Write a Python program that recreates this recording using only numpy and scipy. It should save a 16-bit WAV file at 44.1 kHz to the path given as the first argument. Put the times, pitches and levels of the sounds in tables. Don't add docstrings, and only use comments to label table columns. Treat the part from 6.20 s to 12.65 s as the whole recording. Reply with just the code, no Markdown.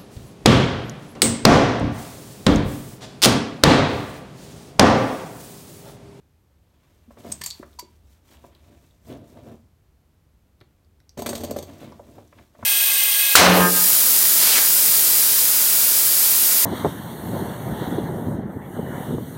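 import sys
import numpy as np
from scipy import signal
from scipy.fft import rfft, irfft
from scipy.io import wavfile
from scipy.ndimage import uniform_filter1d

SR = 44100
rng = np.random.default_rng(int(sys.argv[2]) if len(sys.argv) > 2 else 0)


def unload_audio(sound):
    columns = np.transpose(np.atleast_2d(sound))
    steps = np.round(np.clip(columns, -1, 1) * 32767)
    wavfile.write(sys.argv[1], SR, steps.astype(np.int16))


N = 284445
TIME = np.arange(N) / SR
AGE = np.arange(SR // 3) / SR


# start_s, relative_db, pitch_hz, swell_s, fall_s, focus_db
STEEL_TOUCHES = [(1.1177, -27, 6100, 0.0006, 0.0026, 6.5), (1.12, -14.5, 8400, 0.003, 0.0024, 8),
                 (1.2124, -21.5, 1930, 0.0057, 0.0018, 4), (1.2366, -19.5, 4670, 0.0013, 0.0065, -19),
                 (1.2500, -33, 4840, .001, 0.0057, -9), (1.2602, -16, 7460, 0.0012, 0.0043, -6),
                 (1.268, -24.5, 4400, .001, 0.022, -16), (1.303, -26, 4500, .001, 0.0021, -3),
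                 (1.3086, -21, 4330, .0005, 0.0014, 18), (1.589, -23.5, 5000, 0.0068, 0.0048, -19.5)]
# frequency_hz, level_db
CRACK_SPECTRUM = [(400, -15), (1050, -0.5), (1400, -9.5), (1900, -5.5), (2800, -5), (4500, -2), (8000, 2.5),
                  (10200, -6.5), (12500, 1.5), (16000, -10)]
def clinks():
    out = np.zeros(N)
    for start_s, db, pitch_hz, swell_s, fall_s, focus_db in STEEL_TOUCHES:
        crack = colour(burst(swell_s, fall_s), CRACK_SPECTRUM)
        focus = unit(resonance(crack, pitch_hz, width_hz=900))
        clash = unit(unit(crack) + from_db(focus_db) * focus)
        ring = from_db(-4) * tool_ring(pitch_hz, reach_octaves=0.073)
        add(out, start_s, from_db(db + 13.5) * (clash + ring))
    return out


# pitch_hz, level_db, t60_s
TOOL_MODES = [(1095, -4, 0.14), (1786, -13, .08), (3000, -17, .05), (4445, 6.5, 0.082), (4620, 1.5, 0.11),
              (5750, -16.5, 0.09), (6060, -5.5, 0.07), (6460, 6, 0.0755), (7280, -3, .06),
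              (8220, 6.5, 0.065), (11390, -4, .05), (12500, -14.5, 0.074), (13340, -20.5, .06)]
def tool_ring(pitch_hz, reach_octaves):
    out = 0
    for hz, db, t60_s in TOOL_MODES:
        noise = rng.standard_normal(2 * len(AGE))
        chatter = rms_one(resonance(noise, hz, width_hz=76)[len(AGE):])
        tone = np.sin(2 * np.pi * (hz * AGE + rng.random())) + 0.7 * chatter
        struck = 0.064 + 1 / (1 + (np.log2(hz / pitch_hz) / reach_octaves) ** 2)
        out = out + struck * tone * from_db(db - 60 * AGE / t60_s)
    return unit(out)


def pop(start_s, db, pitch_hz, ring_s):
    out = np.zeros(N)
    envelope = np.exp(-AGE / ring_s) * (1 - np.exp(-AGE / 0.0012))
    add(out, start_s, from_db(db) * envelope * np.sin(2 * np.pi * pitch_hz * AGE))
    return out


# start_s, crunch_db, fall_s, thump_db
TOOL_SLIPS = [(4.975, -34.5, 0.04, -30.5), (4.9908, -33.5, 0.0098, -33), (5.02, -30, .0046, -19),
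              (5.0603, -22, 0.011, -24), (5.0893, -22.5, 0.013, -19), (5.108, -35, .0051, -26),
              (5.1305, -32.5, 0.0057, -19.5), (5.1513, -25.5, 0.0089, -42), (5.176, -34, 0.011, -39),
              (5.204, -36, 0.016, -25), (5.235, -29, 0.0088, -19), (5.247, -33, 0.003, -26.5),
              (5.3088, -29.5, 0.0066, -18.5), (5.3626, -33.5, .024, -16.5), (5.3858, -32.5, 0.0038, -25),
              (5.4246, -35.5, 0.0097, -31)]
# frequency_hz, level_db
JUDDER_SPECTRUM = [(30, -41.5), (85, 4), (140, 5), (220, 1.5), (400, 0), (720, -1.5), (850, -11.5),
                   (1050, -10), (1300, -21.5), (3000, -49), (10000, -77)]
GRIT_SPECTRUM = [(500, -14), (1300, -8), (1800, 2.5), (2800, 2), (3400, 8), (5300, 2), (6400, 10.5),
                 (7200, 5), (8600, 7.5), (10300, -4), (11800, 4), (13500, 8), (16000, -5)]
def shove():
    judder, grit = stick_and_slip(start_s=4.97, end_s=5.41)
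    slide = judder * friction(per_s=220, spread_db=7)
    floor = from_db(-3) * unit(hollow(slide))
    scrape = from_db(-3.5) * unit(colour(slide, JUDDER_SPECTRUM))
    body = np.linalg.norm(slide) * (floor + scrape)
    grains = friction(per_s=530, spread_db=1.5)
    hiss = from_db(-6.5) * rms_one(colour(grains, GRIT_SPECTRUM))
    singing = sum(from_db(db / 2) * resonance(grains, hz, width_hz=180) for hz, db, _ in TOOL_MODES)
    out = body + grit * (hiss + from_db(-9) * rms_one(singing))
    for start_s, crunch_db, fall_s, thump_db in TOOL_SLIPS:
        add(out, start_s, thud(thump_db, low_hz=225, high_hz=692))
        tint = [(hz, db + rng.normal(0, 1.6)) for hz, db in GRIT_SPECTRUM]
        crushed = crackle(spread_db=3) * burst(swell_s=0.0019, fall_s=fall_s)
        crunch = unit(colour(crushed, tint))
        ring = from_db(-10.5) * tool_ring(3500, reach_octaves=0.65)
        add(out, start_s, from_db(crunch_db + 19) * (crunch + ring))
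    return out


def stick_and_slip(start_s, end_s):
    attack_s, release_s, sag_db_per_s = 0.0075, 0.041, 20
    stick_s, stick_db = 0.021, -1.5
    trail_s, trail_db = 0.093, -21.5
    age = np.maximum(TIME - start_s, 0)
    push = np.minimum(age / attack_s, 1) * np.exp(-np.maximum(TIME - end_s, 0) / release_s)
    stuck, grit_power = np.zeros(N), np.zeros(N)
    for slip_s, crunch_db, _, _ in TOOL_SLIPS:
        stuck[(TIME > slip_s - stick_s) & (TIME < slip_s)] = 1
        add(grit_power, slip_s, (from_db(crunch_db + trail_db) * np.exp(-AGE / trail_s)) ** 2)
    moving = from_db(stick_db * uniform_filter1d(stuck, size=220))
    judder = moving * push * from_db(-31.5 - sag_db_per_s * age)
    return judder, moving * np.sqrt(grit_power)


def crackle(spread_db, size=40):
    grain_db = spread_db * np.clip(rng.standard_normal(len(AGE) // size + 1), -2, 2)
    return np.repeat(from_db(grain_db), size)[:len(AGE)]


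# start_s, relative_db, low_hz, high_hz
FLOOR_KNOCKS = [(.877, -37.5, 190, 278), (.907, -39.5, 170, 1230), (.972, -39, 250, 1330),
                (1.047, -30.5, 121, 814), (1.21, -34.5, 99, 450), (1.397, -28.5, 200, 420),
                (1.4287, -31, 319, 1520), (1.626, -35.5, 200, 357), (2.241, -34.5, 139, 920),
                (2.900, -29, 214, 466), (3.171, -37, 280, 880), (4.4113, -43.5, 403, 2160),
                (4.413, -39.5, 90, 340), (4.975, -36, 55, 221), (5.061, -22.5, 800, 2520),
                (5.129, -28.5, 1010, 1880), (5.362, -29.5, 600, 1520), (5.722, -35.5, 343, 1140),
                (5.795, -31, 435, 870), (5.982, -32, 109, 855), (6.127, -41.5, 400, 1940),
                (6.187, -41, 414, 1950), (6.35, -44.5, 404, 1600), (6.39, -37, 70, 746),
                (6.4271, -26.5, 505, 1480), (6.428, -26.5, 74, 251)]
def knocks():
    out = np.zeros(N)
    for start_s, db, low_hz, high_hz in FLOOR_KNOCKS:
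        add(out, start_s, thud(db, low_hz, high_hz))
    return out


def thud(db, low_hz, high_hz):
    push = signal.unit_impulse(len(AGE)) + 1.86 * burst(swell_s=0.002, fall_s=0.005)
    softness = signal.butter(2, 1.46 * high_hz, fs=SR, output="sos")
    hit = unit(signal.sosfilt(softness, band(push, low_hz, high_hz)))
    return from_db(db + 15) * (hit + from_db(-6) * unit(hollow(hit)))


# pitch_hz, width_hz, level_db
HOLLOW_MODES = [(88.5, 12, 17), (172, 40, -3), (231, 16.3, 4), (314, 33, -16), (375.7, 17, 5.5),
                (435.5, 25, -5.5), (579, 46, 0), (636, 37, -13), (740, 16, -4.5), (993, 28.4, -4.5)]
def hollow(x):
    return sum(from_db(db) * resonance(x, hz, width_hz) for hz, width_hz, db in HOLLOW_MODES)


# peak_s, rub_db, scuff_db, swell_s, fall_s
RUBBER_PUSHES = [(.66, -68, -72.5, .2, 0.53), (1.0, -48.5, -58, 0.028, 0.033),
                 (1.062, -37.5, -53.5, 0.023, 0.063), (1.47, -61, -79, 0.09, 0.18),
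                 (1.85, -66.5, -80, .15, .15), (2.135, -58, -60.5, 0.061, 0.085),
                 (2.31, -60, -69.5, 0.16, 0.39), (2.52, -56.5, -68, 0.037, 0.087),
                 (2.908, -36.5, -56, 0.03, 0.061), (3.01, -50, -68, 0.034, 0.12),
                 (3.19, -44, -62.5, 0.066, 0.061), (3.29, -40.5, -60, 0.042, 0.054),
                 (5.495, -43, -57, 0.042, 0.09), (5.625, -39, -53, 0.035, 0.088),
                 (5.89, -47, -72, 0.057, 0.027), (5.942, -47, -64.5, .02, 0.077),
                 (6.2, -52.5, -62, 0.054, 0.043), (6.43, -50, -62, 0.065, .08)]
# frequency_hz, level_db
RUBBER_SPECTRUM = [(45, -23.5), (90, -1), (140, 2.5), (250, 0.5), (360, 0.5), (480, -5.5), (680, -4),
                   (850, -17.5), (1050, -17.5), (1400, -22.5), (2200, -32.5), (8000, -54.5)]
def rubber():
    pressure = strokes([(s, db, swell_s, fall_s) for s, db, _, swell_s, fall_s in RUBBER_PUSHES])
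    lumps = rms_one(colour(friction(per_s=260, spread_db=3.5), RUBBER_SPECTRUM))
    return pressure * rms_one(lumps + from_db(-10.5) * rms_one(hollow(lumps)))


# start_s, relative_db, pitch_hz
PLUG_TICKS = [(1.53, -46, 3850), (2.17, -44, 2980), (2.349, -39.5, 3580), (2.709, -47.5, 3570),
              (2.926, -37, 3420), (4.404, -47.5, 4460), (4.412, -41, 4300), (4.646, -55, 4280),
              (4.802, -49, 4600), (4.802, -47.5, 1650), (4.893, -33.5, 5340), (5.533, -43, 5070),
              (5.722, -43, 5540), (6.075, -49, 6300)]
def ticks():
    out = np.zeros(N)
    for start_s, db, pitch_hz in PLUG_TICKS:
        touch = burst(swell_s=0.00033, fall_s=0.0023)
        body = unit(band(touch, pitch_hz / 1.2, pitch_hz * 1.2))
        crack = from_db(-7.5) * unit(colour(touch, CRACK_SPECTRUM))
        add(out, start_s, from_db(db + 7) * (body + crack))
    return out


# frequency_hz, level_db
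CORD_SPECTRUM = [(400, -20), (900, 4.5), (1400, -2), (2100, -2), (2400, -2), (2750, -3), (3600, -2.5),
                 (5000, -12.5), (9000, -19)]
def cord_scuff():
    pushes = strokes([(s, db, swell_s, fall_s) for s, _, db, swell_s, fall_s in RUBBER_PUSHES])
    arms = from_db(-3) * strokes(ARM_MOVES)
    scuff = rms_one(colour(friction(per_s=340, spread_db=3), CORD_SPECTRUM))
    return np.hypot(pushes, arms) * scuff


# peak_s, level_db, swell_s, fall_s
ARM_MOVES = [(.75, -74, .17, 0.21), (.92, -64, .012, 0.021), (1.0, -58, 0.018, 0.015),
             (1.09, -54.5, 0.07, 0.2), (1.35, -57, .05, 0.09), (1.52, -67, 0.06, 0.13),
             (1.76, -71, 0.18, .04), (1.93, -67.5, 0.075, 0.065), (2.125, -59, 0.053, 0.04),
             (2.255, -64.5, 0.064, 0.043), (2.47, -70.5, 0.14, 0.15), (2.61, -68.5, 0.1, 0.19),
             (2.885, -59, 0.038, 0.075), (3.1, -63.5, 0.053, 0.053), (3.28, -66.5, 0.13, 0.11),
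             (5.48, -76.5, 0.08, 0.091), (5.64, -60, 0.12, 0.043), (5.95, -65.5, 0.4, 0.25),
             (6.23, -69.5, 0.086, 0.074), (6.44, -63.5, 0.08, 0.081)]
# frequency_hz, level_db
CLOTH_SPECTRUM = [(1000, -23), (2500, -18), (4000, 0), (6000, 3), (8500, 1.5), (10400, -2), (13000, 1),
                  (16000, -3.5)]
def sleeves():
    return strokes(ARM_MOVES) * rms_one(colour(friction(per_s=800, spread_db=3), CLOTH_SPECTRUM))


# frequency_hz, t60_s
WORKSHOP_DECAY = [(100, 0.74), (500, 0.21), (2000, 0.345), (5000, 0.22), (14000, 0.065)]
def workshop(x, near_db, tail_db):
    age = np.arange(SR // 2) / SR
    edges_hz = np.geomspace(45, 18000, 9)
    tail = 0
    for low_hz, high_hz in zip(edges_hz, edges_hz[1:]):
        t60_s = at_hz(WORKSHOP_DECAY, np.sqrt(low_hz * high_hz))
        tail = tail + band(rng.standard_normal(len(age)), low_hz, high_hz) * from_db(-60 * age / t60_s)
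    tail = from_db(tail_db) * unit(tail * np.minimum(age / 0.0058, 1))
    near = from_db(near_db) * burst(swell_s=0.0046, fall_s=0.0062)
    return x + signal.oaconvolve(x, near)[:N] + signal.oaconvolve(x, tail)[:N]


# frequency_hz, level_db
AIR_SPECTRUM = [(15, -41), (25, -27.5), (45, -15.5), (74, -6.5), (103, -13.5), (165, -19), (230, -23),
                (400, -27.5), (800, -34.5), (2000, -41.5), (6000, -47), (10400, -49.5), (13000, -46),
                (16000, -52)]
# time_s, level_db
RUMBLE_LEVELS = [(0, -92), (.9, -57.5), (6.45, -64)]
def room_tone(rumble_hz):
    air = from_db(-60.5) * rms_one(colour(rng.standard_normal(N), AIR_SPECTRUM))
    level = from_db(np.interp(TIME, *np.transpose(RUMBLE_LEVELS)))
    rumble = rms_one(band(rng.standard_normal(N), rumble_hz - 9, rumble_hz + 9))
    return air + level * rumble


def strokes(rows, roundness=1.37):
    power = np.zeros(N)
    for peak_s, db, swell_s, fall_s in rows:
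        span = slice(*np.searchsorted(TIME, [peak_s - 4 * swell_s, peak_s + 4 * fall_s]))
        away = np.maximum((peak_s - TIME[span]) / swell_s, (TIME[span] - peak_s) / fall_s)
        power[span] += (from_db(db) * np.exp(-away ** roundness)) ** 2
    return np.sqrt(power)


def friction(per_s, spread_db):
    contact = np.cumsum(rng.random(N) < per_s / SR)
    strength = from_db(spread_db * np.clip(rng.standard_normal(N), -2, 2))
    return rms_one(rng.standard_normal(N) * strength[contact])


def burst(swell_s, fall_s):
    envelope = np.minimum(AGE / swell_s, 1) * np.exp(-np.maximum(AGE - swell_s, 0) / fall_s)
    return unit(rng.standard_normal(len(AGE)) * envelope)


def resonance(x, hz, width_hz):
    radius = np.exp(-np.pi * width_hz / SR)
    feedback = [1, -2 * radius * np.cos(2 * np.pi * hz / SR), radius ** 2]
    return signal.lfilter(np.array([1, 0, -1]) * (1 - radius ** 2) / 2, feedback, x + 1e-18)


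def band(x, low_hz, high_hz):
    return signal.sosfilt(signal.butter(2, [low_hz, high_hz], "band", fs=SR, output="sos"), x + 1e-18)


def colour(x, spectrum, size=4096):
    gain = from_db(at_hz(spectrum, np.linspace(0, SR / 2, size + 1)))
    cepstrum = irfft(np.log(gain))
    cepstrum[1:size] *= 2
    cepstrum[size + 1:] = 0
    return signal.oaconvolve(x, irfft(np.exp(rfft(cepstrum))))[:len(x)]


def at_hz(points, hz):
    table_hz, values = np.transpose(points)
    return np.interp(np.log(hz + 1e-9), np.log(table_hz), values)


def from_db(db):
    return 10 ** (np.asarray(db) / 20)


def rms_one(x):
    return x / np.sqrt(np.mean(x ** 2) + 1e-20)


def unit(x):
    return x / np.sqrt(np.sum(x ** 2) + 1e-20)


def add(out, start_s, sound):
    start = int(start_s * SR)
    out[start:start + len(sound)] += sound[:N - start]


def scene():
    work = rubber() + cord_scuff() + sleeves() + shove() + knocks() + clinks() + ticks()
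    work += pop(start_s=1.588, db=-30, pitch_hz=971, ring_s=0.0089)
    return (workshop(work, near_db=-12.5, tail_db=-11.5) + room_tone(rumble_hz=71.3))[None]


def record(dry):
    return signal.sosfilt(signal.ellip(12, .1, 80, 16000, fs=SR, output="sos"), dry)


dry = scene()
out = record(dry)
unload_audio(out)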